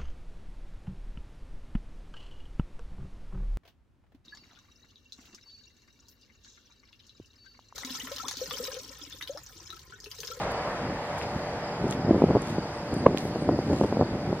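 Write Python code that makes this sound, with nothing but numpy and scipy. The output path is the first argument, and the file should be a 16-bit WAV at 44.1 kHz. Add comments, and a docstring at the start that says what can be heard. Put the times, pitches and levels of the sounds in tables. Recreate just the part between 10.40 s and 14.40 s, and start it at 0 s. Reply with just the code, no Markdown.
"""Wind on a microphone: gusts break into eddies, with sharper slaps and one dull thump.
Behind it, a paved lot in summer: distant tyre noise, a steady machine hum, faint rustling,
crickets and a higher insect in the grass. Someone walks off over asphalt, soles scuffing
and cracking grit. The microphone is mono in the bass and very wide in the treble."""
import sys
import numpy as np
from scipy import signal
from scipy.fft import rfft, irfft, next_fast_len
from scipy.io import wavfile
from scipy.ndimage import uniform_filter1d, map_coordinates

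SR = 44100
rng = np.random.default_rng(int(sys.argv[2]) if len(sys.argv) > 2 else 0)


def store_wav(level_fs):
    """Save 16-bit WAV to argv[1]."""
    pcm = np.round(np.clip(np.atleast_2d(level_fs), -1, 1) * 32767)
    wavfile.write(sys.argv[1], SR, pcm.T.astype(np.int16))


N = 176400
T = np.arange(N) / SR

# wind strength: t/s, level/dB
GUST_LEVELS = [(0,-43),(.38,-44),(.5,-30.5),(.6,-45.5),(1,-39.5),(1.36,-43),(1.45,-24),(1.53,-34),(1.64,-31),(1.7,-21.5),(1.765,-24),(1.795,-26.5),(1.83,-25.5),(1.86,-31),(1.91,-17.5),(1.935,-31.5),(1.96,-18),(1.99,-32),(2.05,-36),(2.19,-31.5),(2.24,-41),(2.49,-40),(2.535,-25.5),(2.56,-35),(2.62,-28.5),(2.69,-24),(2.77,-36),(2.9,-33.5),(3.05,-33.5),(3.12,-22),(3.22,-35),(3.335,-23),(3.38,-32),(3.445,-23.5),(3.475,-34),(3.53,-27),(3.555,-32.5),(3.605,-22),(3.675,-37),(3.73,-30),(3.8,-35.5),(3.91,-28),(4,-39.5)]
# spectrum of a small eddy: f/Hz, relative level/dB
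EDDY_SPECTRUM = [(22,-33),(45,-12),(80,-4),(160,0.5),(330,1.5),(550,-4.5),(900,-17.5),(1300,-29),(2200,-41.5),(4500,-82)]
# tyre noise: t/s, relative level/dB
ROAD_LEVELS = [(0,-34),(.7,-38),(1.3,-37.5),(2.1,-39.5),(2.9,-41.5),(4,-42)]
# tyre noise: f/Hz, relative level/dB
ROAD_SPECTRUM = [(20,-25),(50,-4),(100,-2.5),(160,-0.5),(300,-12),(480,-0.5),(750,1.5),(1100,-6),(1900,-11.5),(2600,-20),(4000,-29.5),(8000,-43.5),(15000,-89)]
# machine tones: f/Hz, level/dB
HUM_TONES = [(151,-53),(474,-50),(586.8,-44.5)]
# grass and trees: f/Hz, relative level/dB
RUSTLE_SPECTRUM = [(800,-12),(2500,0),(4000,-1),(5600,-5),(8500,-14),(12000,-16.5),(15500,-32)]
# sole scuffs: t/s, level/dB, half length/s, tilt/(dB per octave)
SCUFFS = [(0.024,-50.5,0.025,-7.5),(0.115,-58,0.007,4),(0.788,-57,0.0081,2),(0.827,-46,.012,-9.5),(1.523,-51.5,0.02,-3.5),(2.085,-55,0.048,-3),(2.793,-49,0.019,-5),(2.86,-61,.028,7),(3.393,-53,0.091,-5.5)]
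# scraped grit: f/Hz, relative level/dB
GRIT_SPECTRUM = [(500,-25),(2500,0),(8000,-4),(12000,-8),(15500,-18)]
# cricket chirps: start t/s, f/Hz, relative level/dB
CHIRPS = [(.09,4640,-62.5),(.33,4870,-69),(.74,4980,-64),(.97,4630,-63),(1.19,4980,-61.5),(1.56,5040,-66),(1.86,4670,-64),(2.14,4720,-60.5),(2.26,5000,-65),(2.47,4710,-61),(2.86,4550,-65),(3.07,4830,-63),(3.21,4650,-65),(3.55,4600,-64)]
# cracking grains: t/s, relative level/dB, centre f/Hz
CRACKS = [(0.8141,-24.5,2120),(1.481,-41,6500),(1.51,-30,6630),(1.525,-24,2500),(2.0197,-35.5,7560),(2.5413,-35.5,8340),(2.7744,-21.5,2600),(2.7832,-29.5,4530)]
# hard eddies: t/s, relative level/dB, nominal f/Hz
SLAPS = [(0.963,-16.5,120),(1.7091,-9.5,356),(1.7122,-6.5,297),(1.746,-10.5,330),(1.821,-5.5,442),(1.8405,-3,300),(1.889,-19,495),(1.909,-10,447),(1.952,-11.5,477),(1.959,-11.5,450),(1.969,-12,450),(2.184,-16,292),(2.566,-16.5,200),(2.641,-16.5,285),(2.683,-17,480),(2.747,-15,400),(2.854,-17,364),(2.959,-16.5,450),(3.023,-16,300),(3.091,-8,576),(3.094,-9,347),(3.19,-11.5,350),(3.301,-14,288),(3.333,-13.5,422),(3.4128,-7.5,426),(3.437,-14.5,700),(3.447,-12.5,357),(3.526,-13,610),(3.571,-13,417),(3.596,-14,323),(3.612,-6.5,467),(3.624,-9.5,420),(3.752,-19,300),(3.929,-11.5,377)]
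# insect bursts: t/s, level/dB
BUZZES = [(2.36,-70),(2.585,-68),(3.019,-64.5),(3.47,-70)]
# air torn by the thump: f/Hz, relative level/dB
PUFF_SPECTRUM = [(60,-10),(330,3.5),(750,2.5),(1150,6.5),(1800,-21),(2800,-26.5),(3600,-57)]
# stereo width: f/Hz, side minus mid level/dB
STEREO_WIDTH = [(200,-55),(400,-51),(700,-30),(1290,-10.5),(2380,0),(4400,6),(8000,10.5),(15000,11.5)]

EDDY_PITCH_RATIO = .61  # trailing eddy over the one before


def amp(db):
    """Decibels to gain."""
    return 10 ** (np.asarray(db) / 20)


def unit(x):
    """Scale to rms 1."""
    return x / np.sqrt(np.mean(x ** 2) + 1e-20)


def gain_at(spectrum, hz):
    """Gain from (f/Hz, level/dB) rows, on a log frequency axis."""
    row_hz, row_db = np.transpose(spectrum)
    return amp(np.interp(np.log(hz + 1), np.log(row_hz + 1), row_db))


def curve(rows):
    """(t/s, value) rows to one value per sample."""
    return np.interp(T, *np.transpose(rows))


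def wobble(knots_per_s):
    """Smooth random curve."""
    return map_coordinates(rng.standard_normal(int(N * knots_per_s / SR) + 4), [T * knots_per_s])


def swell(at_s, half_s):
    """Gaussian envelope."""
    return np.exp(-.5 * ((T - at_s) / half_s) ** 2)


def filtered(x, response):
    """Apply a frequency response."""
    size = next_fast_len(N + SR // 4)
    return irfft(rfft(x, size) * response(np.fft.rfftfreq(size, 1 / SR)), size)[..., :N]


def noise_pair(spectrum, patchy_db):
    """Two coloured noises with patches of random gain, rms 1."""
    bins = signal.stft(rng.standard_normal((2, N)), nperseg=512)[2]
    patches = uniform_filter1d(uniform_filter1d(rng.standard_normal(bins.shape[1:]), 4, 0), 18, 1)
    pair = signal.istft(bins * amp(patchy_db * unit(patches)), nperseg=512)[1][:, :N]
    return unit(filtered(pair, lambda hz: gain_at(spectrum, hz)))


def rasp_pair(hz, band_hz):
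    """Two fuzzy tones on one pitch, rms 1."""
    phase = 2 * np.pi * np.cumsum(hz * np.ones(N)) / SR
    pair = [wobble(2 * band_hz) * np.sin(phase) + wobble(2 * band_hz) * np.cos(phase) for _ in range(2)]
    return unit(np.array(pair))


def wind(eddies_per_s=480, spread_db=4.5, hold_s=.04, calm_db=-30.5, strong_db=-22, calm_top_hz=300):
    """Stream of small, uneven eddies; stronger gusts are louder and brighter."""
    level_db = curve(GUST_LEVELS) + 1.48 * wobble(40)
    hits = rng.random(N) < eddies_per_s / SR
    sizes = np.sign(rng.standard_normal(N)) * amp(spread_db * np.clip(rng.standard_normal(N), -2, 1.5))
    stream = filtered(hits * sizes, lambda hz: 1j * gain_at(EDDY_SPECTRUM, hz))
    local_power = np.abs(filtered(stream ** 2, lambda hz: np.exp(-(hz * hold_s) ** 2)))
    bright = stream / np.sqrt(local_power + 1e-20)
    dull = unit(filtered(bright, lambda hz: 1 / np.sqrt(1 + (hz / calm_top_hz) ** 4)))
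    force = np.clip((level_db - calm_db) / (strong_db - calm_db), 0, 1)
    return amp(level_db) * (force * bright + (1 - force) * dull)


def traffic(gain_db=3):
    """Tyre noise, fading as cars draw away."""
    level_db = curve(ROAD_LEVELS) + gain_db + .55 * wobble(4.16)
    return amp(level_db) * noise_pair(ROAD_SPECTRUM, patchy_db=1)


def machine_hum(drift_hz=2.42, wobble_db=1.4):
    """Distant machine: steady, slightly wavering tones."""
    hum = np.zeros(N)
    for hz, db in HUM_TONES:
        peak = np.sqrt(2) * amp(db + wobble_db * wobble(5.3))
        hum += peak * np.sin(2 * np.pi * np.cumsum(hz + drift_hz * wobble(14)) / SR)
    return hum


def rustle(level_db=-59):
    """Faint hiss of grass and trees."""
    return amp(level_db + 1.2 * wobble(7.26)) * noise_pair(RUSTLE_SPECTRUM, patchy_db=2)


def insect_chorus(level_db=-63):
    """Insects merged into one steady band."""
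    return amp(level_db) * rasp_pair(hz=4800, band_hz=450)


def scuffs(rough_db=3.5, tilt_from_hz=500):
    """Soles scrape loose grit, dull or bright."""
    grit = noise_pair(GRIT_SPECTRUM, patchy_db=1) * unit(amp(rough_db * wobble(500)))
    pair = np.zeros((2, N))
    for at_s, db, half_s, db_per_octave in SCUFFS:
        tilted = filtered(grit, lambda hz: amp(db_per_octave * np.log2(np.maximum(hz, tilt_from_hz))))
        pair += amp(db) * swell(at_s, half_s) * unit(tilted)
    return pair


def crickets(chirp_s=.19, syllables_per_s=27, fall_hz=428, gain_db=6):
    """Each chirp is a train of syllables falling in pitch."""
    pitch_hz, envelope = np.full(N, CHIRPS[0][1], float), np.zeros(N)
    for start_s, hz, db in CHIRPS:
        on = (T >= start_s) & (T < start_s + chirp_s)
        age_s = T[on] - start_s
        syllable_phase = age_s * syllables_per_s % 1
        pitch_hz[on] = hz - fall_hz * (syllable_phase - .5)
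        arch = np.sqrt(np.abs(np.sin(np.pi * age_s / chirp_s)))
        envelope[on] = amp(db + gain_db) * np.sin(np.pi * syllable_phase) * arch
    return envelope * rasp_pair(pitch_hz, band_hz=270)


def grain_crack(at_s, db, centre_hz, half_band_octaves=.5, decay_s=.0011, gain_db=-6):
    """One grain cracks underfoot: a short burst of band noise."""
    age_s = np.arange(1024) / SR
    octaves = np.log2((np.fft.rfftfreq(len(age_s), 1 / SR) + 1) / centre_hz)
    white = rng.standard_normal((2, len(age_s)))
    band = unit(irfft(rfft(white) / (1 + (octaves / half_band_octaves) ** 6)))
    burst = amp(db + gain_db) * band * np.exp(-age_s / decay_s)
    return np.pad(burst, ((0, 0), (round(at_s * SR), N)))[:, :N]


def eddy(at_s, nominal_hz):
    """One vortex crosses the microphone: suction, then pressure; peak 1."""
    near, pressure = np.abs(T - at_s) < 2 / nominal_hz, np.zeros(N)
    position = .93 * 2 * np.pi * nominal_hz * (T[near] - at_s)
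    pressure[near] = 2 * np.tanh(position) / np.cosh(position)
    return pressure


def port_response(hz, low_cut_hz=140, q=.69, top_hz=1080):
    """Band-pass of the microphone port on hard eddies."""
    high_pass = hz ** 2 / (hz ** 2 - low_cut_hz ** 2 - 1j * hz * low_cut_hz / q)
    return high_pass / np.sqrt(1 + (hz / top_hz) ** 4)


def slaps(wake_db=-8.5, mean_lag_s=.007):
    """Hard eddies, each trailed by a weaker, wider one."""
    pressure = np.zeros(N)
    for at_s, db, hz in SLAPS:
        wake = eddy(at_s + mean_lag_s * (.5 + rng.random()), hz * EDDY_PITCH_RATIO)
        pressure += amp(db) * (eddy(at_s, hz) + amp(wake_db) * wake)
    return filtered(pressure, port_response)


def insect_buzz(half_s=.025):
    """A higher insect buzzes in short bursts."""
    envelope = sum(amp(db) * swell(at_s, half_s) for at_s, db in BUZZES)
    return envelope * rasp_pair(hz=8240, band_hz=140)


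def thump(at_s=2.6655, middle_hz=485, gap_s=.001924, eddy_gain_db=-2, puff_db=-12):
    """Three ever wider eddies inside a puff of torn air."""
    eddies = sum(eddy(at_s + k * gap_s, middle_hz * EDDY_PITCH_RATIO ** k) for k in (-1, 0, 1))
    body = filtered(amp(eddy_gain_db) * swell(at_s, half_s=.0045) * eddies, port_response)
    air = unit(filtered(rng.standard_normal(N), lambda hz: gain_at(PUFF_SPECTRUM, hz)))
    return body + amp(puff_db) * swell(at_s, half_s=.0029) * air


def across_ports(pressure, corner_hz=550, side_db=-19):
    """Wind strikes the two ports slightly unequally, more so above the bass."""
    imbalance = pressure * wobble(160)
    side = amp(side_db) * filtered(imbalance, lambda hz: hz ** 2 / (hz ** 2 + corner_hz ** 2))
    return np.array([pressure + side, pressure - side])


def widened(pair):
    """Two unrelated signals as mid and side; wider with frequency."""
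    side = filtered(pair[1], lambda hz: gain_at(STEREO_WIDTH, hz))
    return np.array([pair[0] + side, pair[0] - side])


def scene():
    """Wind on the microphone over the sounds of the lot."""
    foliage = rustle()
    buffeting = across_ports(wind() + slaps() + thump())
    distance = widened(traffic()) + machine_hum()
    insects = insect_chorus() + crickets() + insect_buzz()
    footsteps = scuffs() + sum(grain_crack(*row) for row in CRACKS)
    return buffeting + distance + widened(foliage + insects + footsteps)


def record(dry, ceiling=.97, top_hz=15800):
    """Soft clip near full scale, then band limit."""
    rounded = dry / (1 + np.abs(dry / ceiling) ** 8) ** (1 / 8)
    return filtered(rounded, lambda hz: hz < top_hz)


dry = scene()
out = record(dry)
store_wav(out)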